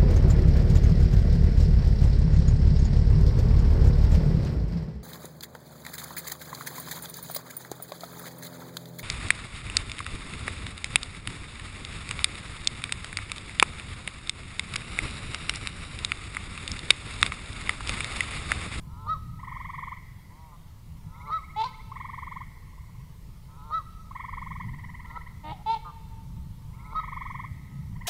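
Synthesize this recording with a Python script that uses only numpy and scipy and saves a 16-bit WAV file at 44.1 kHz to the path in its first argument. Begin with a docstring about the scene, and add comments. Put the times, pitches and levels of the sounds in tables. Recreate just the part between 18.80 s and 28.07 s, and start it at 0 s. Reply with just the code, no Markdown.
"""Geese growl and honk across a wooded pond while four tree frogs trill in rising chirps.
Goose voices are harmonic series, coloured by throat resonances and roughened by uneven membrane beats.
Frog chirps are short upward glides of three partials, with early echoes from a bank.
The trees return a long diffuse echo, by convolution with decaying random taps.
A low rumble in two layers and a faint hiss, both of shaped noise, lie under all."""
import sys
import numpy as np
from scipy import signal
from scipy.io import wavfile
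from scipy.ndimage import uniform_filter1d

SR = 44100
rng = np.random.default_rng(int(sys.argv[2]) if len(sys.argv) > 2 else 0)


def waveform_to_disk(signal):
    """Save audio, clipped to [-1, 1], as 16-bit WAV at the path in sys.argv[1]."""
    frames = np.transpose(np.atleast_2d(signal))
    scaled = np.clip(frames, -1, 1) * 32767
    samples = np.round(scaled).astype(np.int16)
    wavfile.write(sys.argv[1], SR, samples)


N = 408807  # samples

# Low growls, mostly leading into a honk:
# (start t/s, length/s, pitch f/Hz at no rise, pitch f/Hz at full rise, effort level/dB)
GROWLS = [(.01, 0.27, 125.4, 154.1, -50.5), (2.22, .29, 124, 150, -49), (4.63, 0.29, 127, 155.9, -51),
          (6.19, .19, 140.2, 162.3, -49), (7.88, 0.26, 125.7, 150.3, -52)]
# Throat resonances of the growl: (f/Hz, level/dB)
GROWL_THROAT = [(250, -53), (450, -16.5), (600, -17.5), (740, -24.5), (860, -2), (980, 3.5), (1080, -2),
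                (1160, -13.5), (1300, 4.5), (1450, -14.5), (1650, -63), (2080, -27), (2600, -51),
                (3900, -23), (5000, -54)]
# Course of every growl:
# (share of length, share of pitch rise, level/dB re effort, brightness/dB per octave)
GROWL_COURSE = [(0, 0.051, -27, -11), (.3, 0.011, -14.5, -3), (.5, .4, -9.5, 1.5), (.82, .8, -4.5, -0.5),
                (.92, 0.93, -1.5, -2.5), (.97, 1, 9, -2), (1, .98, 3, -4)]
GROWL_ROUGH = 0.19  # roughness, 0-1
GROWL_WAVER, GROWL_WAVER_HZ = 0.015, 13.65  # pitch waver: share of the pitch, rate f/Hz

# Honks of the higher goose:
# (start t/s, length/s, reference top pitch f/Hz, pitch arch/Hz, effort level/dB)
HIGH_HONKS = [(.268, .11, 651, 130, -26), (2.46, .08, 581, 14, -39.5), (2.497, 0.12, 656.6, 114, -26),
              (4.908, 0.12, 662, 127, -25.5), (6.345, .085, 674, 70, -45.5), (8.142, 0.089, 641, 47, -27)]
# Throat resonances of the higher goose: (f/Hz, level/dB)
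HIGH_THROAT = [(500, -14), (700, -35.5), (1050, -0.5), (1300, 0), (1800, -31.5), (2000, -23.5),
               (2500, -42.5), (3150, -39.5), (3550, -41.5), (3850, -26), (4250, -28.5), (4550, -43.5),
               (5150, -44.5), (6000, -45.5)]
# Course of every high honk: (share of length, share of the arch under the top,
# level/dB re effort, roughness 0-1, brightness/dB per octave)
HIGH_COURSE = [(0, 0.43, -20, 0.4, -5), (.12, 0.397, -8.5, 0.24, 1.5), (.28, 0.16, -0.5, 0.18, 2),
               (.45, 0.0091, -0.5, 0.1, -2.5), (.63, 0.13, -2.5, 0.09, 1.5), (.8, 0.83, -19.5, 0, -7),
               (1, 1.1, -28, .2, -9)]

# Honks of the lower goose, one curve each: (t/s, pitch f/Hz, effort level/dB, roughness 0-1)
LOW_HONKS = [
    [(2.76, 418.7, -35, .1), (2.795, 438.4, -26, .25), (2.82, 446, -24, 0.42), (2.83, 438.5, -34.5, 0.3),
     (2.842, 476, -25, 0.6), (2.848, 480, -29, 0.7)],
    [(2.842, 502, -36, 0.5), (2.858, 521, -31, 0.24), (2.87, 506, -31.5, .25), (2.876, 502, -44, 0.5),
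     (2.9, 478, -56, .4)],
    [(6.708, 432, -50, .5), (6.728, 424, -36, 0.4), (6.745, 382, -51, 0.4), (6.79, 354, -63, .1)],
    [(6.859, 442.5, -33, .06), (6.87, 433, -29, 0.15), (6.905, 451.1, -23, 0.15), (6.93, 456, -27, 0.42),
     (6.945, 452, -25, 0.66), (6.96, 432, -38, 0.8), (6.966, 430, -30.5, 0.5), (6.988, 444, -56, .5)],
]
# Partials of the lower goose: (multiple of the pitch, level/dB)
LOW_PARTIALS = [(1, -24.5), (2, 2.5), (3, -22), (4, -34), (5, -27), (6, -26), (7, -27), (8, -22), (9, -23),
                (10, -34), (11, -33), (12, -71), (13, -42.5), (14, -58), (15, -45), (16, -53.5), (17, -50),
                (18, -64), (19, -51), (20, -73)]
# One deep honk: (t/s, pitch f/Hz, effort level/dB, roughness 0-1)
DEEP_HONKS = [
    [(6.63, 307.6, -60, .5), (6.646, 302.4, -43.5, 0.34), (6.694, 310, -41, 0.98),
     (6.725, 322.5, -39.5, 0.69)],
]
# Partials of the deep honk: (multiple of the pitch, level/dB)
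DEEP_PARTIALS = [(1, -11), (2, -10.5), (3, -1), (4, -13), (5, -28), (6, -20.5), (7, -17.5), (8, -27),
                 (9, -24), (10, -23.5), (11, -29), (12, -23.5), (13, -34), (14, -30)]
# Brightness/dB per octave that each honk gains at full roughness
LOW_STRAIN_DB = (6.1, 6.5, 2, 1)
DEEP_STRAIN_DB = (2,)

# Soft murmurs with one throat resonance: (start t/s, length/s, first pitch f/Hz, last pitch f/Hz,
# pitch arch/Hz, effort level/dB, resonance f/Hz, share of length at the peak)
MURMURS = [(1.49, 0.25, 131.4, 142, 23.6, -55, 993, 0.65),
           (1.715, 0.051, 174.5, 165.4, 1.5, -51, 1110, 0.35),
           (6.64, 0.092, 102.9, 104, .3, -47, 820, 0.88), (6.783, .045, 101, 106, .3, -53, 860, 0.37),
           (7.045, 0.064, 178.2, 165.8, 1.5, -40.5, 1187, .25)]
MURMUR_WIDTH_HZ, MURMUR_ROUGH = 90, 0.58  # resonance width f/Hz, roughness 0-1
MURMUR_RISE_DB, MURMUR_FALL_DB = -7, -4  # level/dB at the start and end, under the peak
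MURMUR_SAG = 0.023  # the resonance sinks by this share
FLUTTER_HZ, FLUTTER_DB = 71.8, 3  # throb of rough partials: rate f/Hz, greatest swing level/dB

# Trills of the near, second, thin and far frog: (opening chirp t/s, second chirp t/s,
# last chirp t/s, chirps after the opening, opening level/dB, peak level/dB)
TRILLS = [
    [(.632, .679, 1.124, 11, -35, -33.5), (3.118, 3.164, 3.613, 11, -34, -34),
     (5.311, 5.359, 5.806, 11, -36.5, -33.5), (8.153, 8.197, 8.644, 11, -32, -33.5)],
    [(.598, .648, 1.171, 11, -42, -43), (5.843, 5.89, 6.47, 12, -40, -42),
     (9.162, 9.216, 9.263, 2, -47.5, -41.5)],
    [(2.351, 2.41, 3.001, 11, -46.5, -45.5), (7.941, 7.999, 8.585, 11, -50, -50)],
    [(3.715, 3.771, 4.205, 9, -56.5, -54.5)],
]
# Opening chirp of each frog: (overtone level/dB, share of the sweep left out at its start)
OPENINGS = [(-12, .4), (-6, .1), (-6.5, 0.104), (-3, .1)]
# Voice of each frog: (start f/Hz, end f/Hz, rise/s, fall/s, level/dB of partials 1-3,
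# their change/dB over the sweep, bank echoes as (delay/s, level/dB on partials 1-3),
# level/dB of partials 1-3 toward the trees)
FROG_VOICES = [(848, 1177, .017, 0.004, (1, -6, -27.5), (0, -11, 5.7), ((.0125, -23, -2, -6.5),
               (.024, -20.5, -10, -20)), (-13.5, -9.5, -28)), (843.4, 1080, 0.019, 0.0021, (-2, 0, -17),
               (0, 0, 0), ((.012, -33, -21, -21),), (-2, -7, -35.5)),
               (946, 1140, 0.025, 0.0035, (-6, 0, -26), (0, 0, 0), ((.012, -10, -10, -16),),
               (-13, -9.5, -36)), (884, 1150, 0.018, 0.0055, (0, -11, -30), (0, 0, 0),
               ((.012, -24, -19, -12),), (-5, -6, -38))]
# Vocal sac, acting on the overtones: (f/Hz, level/dB)
VOCAL_SAC = [(1650, -15), (1900, 1.5), (2150, -2.5), (2400, -3.5), (2700, -8.5), (3250, -1.5), (3700, 0)]
SLOWING = 0.04  # the first gaps are about this share shorter than the mean, the last ones longer
CHIRP_SPREAD_DB, OVERTONE_SPREAD_DB = 1, 0.8  # standard deviation/dB from chirp to chirp
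BANK_TILT_DB = 14  # the bank returns the top of each sweep's overtones more strongly

# Late decay among the trees: (f/Hz, t60/s)
TREES = [(400, 2.7), (900, 2.38), (1300, 2), (2000, 1.98), (4000, 1.9), (8000, 1)]
# Colour of the tree echo: (f/Hz, level/dB)
TREES_COLOUR = [(400, 3), (900, -5), (1300, -3), (2000, 5.5), (4000, 1), (8000, 4)]
# Far shore: (delay/s, spread/s, level/dB over the scatter of the trees)
SHORE_ECHO = (0.16, 0.015, 1.8)
GEESE_TREES_DB = -7.5  # goose sound sent to the trees, level/dB

# Swells of the rumble: (t/s, upper level/dB, deep level/dB)
RUMBLE_LEVEL = [(0.04, -44.5, -44), (0.06, -42, -47.5), (0.4, -40, -43.5), (1.78, -51.5, -51.5),
                (2.12, -43, -46), (2.88, -47.5, -47.5), (5.37, -47, -46), (5.94, -36.5, -37),
                (5.96, -41, -47.5), (6.48, -46, -40.5), (6.63, -44.5, -48), (7.22, -46.5, -45.5),
                (7.58, -38.5, -40), (7.79, -43.5, -48.5), (8.2, -43.5, -41.5), (9.04, -39.5, -55),
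                (9.17, -38.5, -40), (9.25, -42.5, -47)]
# Relative spectrum of the upper rumble: (f/Hz, level/dB per Hz)
RUMBLE = [(41, -34), (70, 3), (151, 0.5), (186, -6.5), (258, -21.5), (400, -34), (520, -51), (880, -120)]
# Relative spectrum of the deep rumble: (f/Hz, level/dB per Hz)
DEEP_RUMBLE = [(7.1, -28), (12, -4.5), (32, 5.5), (70, -2.5), (91, -36), (150, -120)]
# Relative spectrum of the hiss: (f/Hz, level/dB per Hz)
HISS = [(150, -51), (250, -5.5), (324, -9.5), (709, -14), (787, -15.5), (889, -5.5), (936, -7),
        (1300, -14.5), (1520, -20), (2160, -16), (2480, -20), (4100, -19.5), (6790, -23.5), (14800, -24),
        (15900, -27)]
HISS_DB, EDGE_HZ = -61, 15750  # hiss rms level/dB, upper band limit f/Hz


def geese():
    """Superposition: all growls, murmurs and honks add linearly."""
    out = np.zeros(N)
    for calls, voice in ((GROWLS, growl), (MURMURS, murmur), (HIGH_HONKS, high_honk)):
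        for start, *call in calls:
            add(out, start, voice(*call))
    low = (LOW_HONKS, LOW_STRAIN_DB, LOW_PARTIALS)
    deep = (DEEP_HONKS, DEEP_STRAIN_DB, DEEP_PARTIALS)
    for honks, strains, partials in (low, deep):
        for rows, strain_db in zip(honks, strains):
            add(out, rows[0][0], honk(rows, strain_db, partials))
    return out


def growl(length, first_hz, last_hz, effort_db):
    """Source and filter: the partials of slow beats slide through a fixed throat."""
    risen, under_db, bright_db = course(GROWL_COURSE, length)
    waver = np.sin(2 * np.pi * (GROWL_WAVER_HZ * np.arange(len(risen)) / SR + rng.random()))
    hz = (first_hz + (last_hz - first_hz) * risen) * (1 + GROWL_WAVER * waver)

    def partial_db(k):
        throat_db = read(GROWL_THROAT, k * hz)
        return effort_db + under_db + throat_db + bright_db * np.log2(k / 7)

    return syrinx(hz, GROWL_ROUGH, partial_db, count=30)


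def high_honk(length, top_hz, arch_hz, effort_db):
    """Register break: a pitch about four times the growl's, coloured by a fixed throat."""
    low, under_db, rough, bright_db = course(HIGH_COURSE, length)
    hz = top_hz - arch_hz * low

    def partial_db(k):
        throat_db = read(HIGH_THROAT, k * hz)
        return effort_db + under_db + throat_db + bright_db * np.log2(max(k / 2, 1))

    return syrinx(hz, rough, partial_db, count=9)


def honk(rows, strain_db, partials):
    """Spectral tilt under strain: roughness of the voice also lifts its upper partials."""
    hz, effort_db, rough = columns(rows)
    top = max(db for _, db in partials)

    def partial_db(k):
        tilt_db = strain_db * rough * np.log2(max(k / 2, 1))
        return effort_db + partials[k - 1][1] - top + tilt_db

    return syrinx(hz, rough, partial_db, count=len(partials))


def murmur(length, first_hz, last_hz, arch_hz, effort_db, throat_hz, peak):
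    """Single resonance: slow beats stand out only near it, and fall fastest above it."""
    u = np.arange(0, length, 1 / SR) / length
    hz = first_hz + (last_hz - first_hz) * u + arch_hz * np.sin(np.pi * u)
    centre_hz = throat_hz * (1 - MURMUR_SAG * u)
    rise_db = MURMUR_RISE_DB * (1 - u / peak) ** 2
    fall_db = MURMUR_FALL_DB * ((u - peak) / (1 - peak)) ** 2
    level_db = effort_db + np.where(u < peak, rise_db, fall_db)

    def partial_db(k):
        off = (k * hz - centre_hz) / MURMUR_WIDTH_HZ
        resonance_db = -12 * np.log10(1 + off ** 2)
        return level_db + resonance_db + 1.4 * np.minimum(off, 0) - 3 * np.maximum(off, 0)

    return syrinx(hz, MURMUR_ROUGH, partial_db, count=16)


def syrinx(hz, rough, partial_db, count):
    """Harmonic series: uneven membrane beats blur and throb high partials and leave low ones clear."""
    turns, out = np.cumsum(hz) / SR, 0
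    flutter = np.cos(2 * np.pi * (FLUTTER_HZ * np.arange(len(hz)) / SR + rng.random()))
    for k in range(1, count + 1):
        wobble = rng.standard_normal((2, len(hz)))
        wobble = evened(uniform_filter1d(uniform_filter1d(wobble, size=60), size=60))
        share = np.clip(rough * (k * hz / 3000) ** 1.95, 0, 1)  # random part of the partial
        shaky = np.sqrt(1 - share ** 2) + share * (wobble[0] + 1j * wobble[1]) / np.sqrt(2)
        level = gain_of(partial_db(k) + FLUTTER_DB * share * flutter)
        out = out + level * (shaky * np.exp(2j * np.pi * (k * turns + rng.random()))).real
    edges = .01 * SR  # both tapers together, in samples
    return np.sqrt(2) * out * signal.windows.tukey(len(hz), edges / len(hz))


def course(shape, length):
    """Similarity in time: one course is stretched over a call's length."""
    share, *values = np.transpose(shape)
    u = np.arange(0, length, 1 / SR) / length
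    return [np.interp(u, share, v) for v in values]


def columns(rows):
    """Linear interpolation: curves are spread over the samples that they span."""
    s, *values = np.transpose(rows)
    t = np.arange(s[0], s[-1], 1 / SR)
    return [np.interp(t, s, v) for v in values]


def frog(chirps, start_hz, end_hz, rise, fall, partials_db, slopes_db, echoes, trees_db):
    """Swept partials and early reflection: chirps swell upward, stop short and return off the bank.

    Returns the near sound and the sound sent to the trees."""
    near, sent, t = np.zeros(N), np.zeros(N), np.arange(0, rise + fall, 1 / SR)
    swell = np.sin(np.pi / 2 * t / rise) ** 1.03
    stop = np.cos(np.pi / 2 * (t - rise) / fall)
    shape = np.where(t < rise, swell, stop)
    sweep = t / t[-1]
    for (s, db, overtones_db, skipped), pitch in zip(chirps, rng.standard_normal(len(chirps))):
        hz = (start_hz + (end_hz - start_hz) * sweep) * (1 + .008 * pitch)
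        # the exponent leaves the gate open where nothing is skipped
        gate = np.clip((sweep - skipped) * 8, 0, 1) ** (skipped > 0)
        for k in range(3):
            colour_db = overtones_db + read(VOCAL_SAC, (k + 1) * hz) if k else 0
            level = gain_of(db + colour_db + slopes_db[k] * (sweep - .5))
            partial = level * shape * gate * np.sin(2 * np.pi * (k + 1) * np.cumsum(hz) / SR)
            add(near, s - 0.63 * rise, gain_of(partials_db[k]) * partial)
            add(sent, s - .7 * rise, gain_of(trees_db[k]) * partial)
            tilt_db = BANK_TILT_DB * min(k, 1) * (sweep - 1.0)
            for delay, *echo_db in echoes:
                echo = gain_of(partials_db[k] + echo_db[k] + tilt_db) * partial
                add(near, s - 0.76 * rise + delay, echo)
    return near, sent


def trill(opening_s, second_s, last_s, chirps, opening_db, peak_db, dull_db, skipped):
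    """Pulse train: an opening chirp, then a slowing run.

    Rows are (t/s, peak level/dB, overtone level/dB, share of the sweep left out)."""
    u = np.linspace(0, 1, round(chirps))
    times = second_s + (last_s - second_s) * (u - SLOWING * u * (1 - u))
    level, tone = rng.standard_normal((len(u), 2)).T
    levels_db = peak_db + CHIRP_SPREAD_DB * level
    run = zip(times, levels_db, OVERTONE_SPREAD_DB * tone, 0 * u)
    return [(opening_s, opening_db, dull_db, skipped), *run]


def trees(x):
    """Diffuse reverberation: sparse taps of random sign, each band dying at its own speed."""
    taps = np.zeros(2 * SR)
    at = np.arange(400, 2 * SR - 20, 20)
    taps[at + rng.integers(0, 20, len(at))] = rng.choice([-1., 1.], len(at))
    hz, t, z = signal.stft(taps, SR, nperseg=256)
    late = gain_of(-60 * t / read(TREES, hz)[:, None])
    near_scatter = 4.5 * gain_of(-60 * t / 0.17)  # stronger, with t60 = 0.17 s
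    delay, spread, shore_db = SHORE_ECHO
    shore = gain_of(shore_db * np.exp(-((t - delay) / spread) ** 2))
    fading = (late + near_scatter) * shore
    colour = gain_of(read(TREES_COLOUR, hz))[:, None]
    tail = signal.istft(z * fading * colour, SR, nperseg=256)[1]
    return signal.fftconvolve(x, tail / np.linalg.norm(tail))[:N]


def rumble():
    """Modulated noise: two low bands that swell in lumps."""
    s, upper_db, deep_db = np.transpose(RUMBLE_LEVEL)
    t = np.arange(N) / SR
    upper = gain_of(np.interp(t, s, upper_db)) * noise(RUMBLE, patchy_db=1.5)
    deep = gain_of(np.interp(t, s, deep_db)) * noise(DEEP_RUMBLE, patchy_db=-0.5)
    return upper + deep


def noise(spectrum, patchy_db):
    """Gaussian noise: random short-time spectra with drifting patches, scaled to rms 1."""
    frames, hz = N // 512 + 5, np.fft.rfftfreq(2048, 1 / SR)
    a, b, patches = rng.standard_normal((frames, 1025, 3)).T
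    patches = uniform_filter1d(patches, size=8, axis=0)
    patches = evened(uniform_filter1d(patches, size=8, axis=1))
    z = (a + 1j * b) * gain_of(read(spectrum, hz)[:, None] + patchy_db * patches)
    return evened(signal.istft(z, nperseg=2048, noverlap=1536)[1][:N])


def gain_of(db):
    """Logarithmic level: decibels to amplitude."""
    return 10 ** (np.asarray(db) / 20)


def evened(x):
    """Mean power: scales to rms 1."""
    return x / np.sqrt(np.mean(np.abs(x) ** 2) + 1e-20)


def read(points, hz):
    """Logarithmic frequency scale: reads a spectrum by interpolation."""
    f, value = np.transpose(points)
    return np.interp(np.log(hz + 1), np.log(f + 1), value)


def add(mix, s, sound):
    """Linear superposition: mixes a sound in at time s."""
    part = mix[max(round(s * SR), 0):][:len(sound)]
    part += sound[:len(part)]


def scene():
    """Direct and reflected sound: geese and frogs with their echoes over the rumble."""
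    dry = geese()
    sent = gain_of(GEESE_TREES_DB) * dry
    for trills, opening, voice in zip(TRILLS, OPENINGS, FROG_VOICES):
        chirps = [chirp for row in trills for chirp in trill(*row, *opening)]
        near, far = frog(chirps, *voice)
        dry, sent = dry + near, sent + far
    return (dry + trees(sent) + rumble())[None]


def record(dry):
    """Noise floor and finite bandwidth: adds the hiss, then a low-pass filter."""
    hissing = dry + gain_of(HISS_DB) * noise(HISS, patchy_db=2.0)
    low_pass = signal.firwin(511, EDGE_HZ, window=("kaiser", 9), fs=SR)
    return signal.oaconvolve(hissing, low_pass[None], "same")


dry = scene()
out = record(dry)
waveform_to_disk(out)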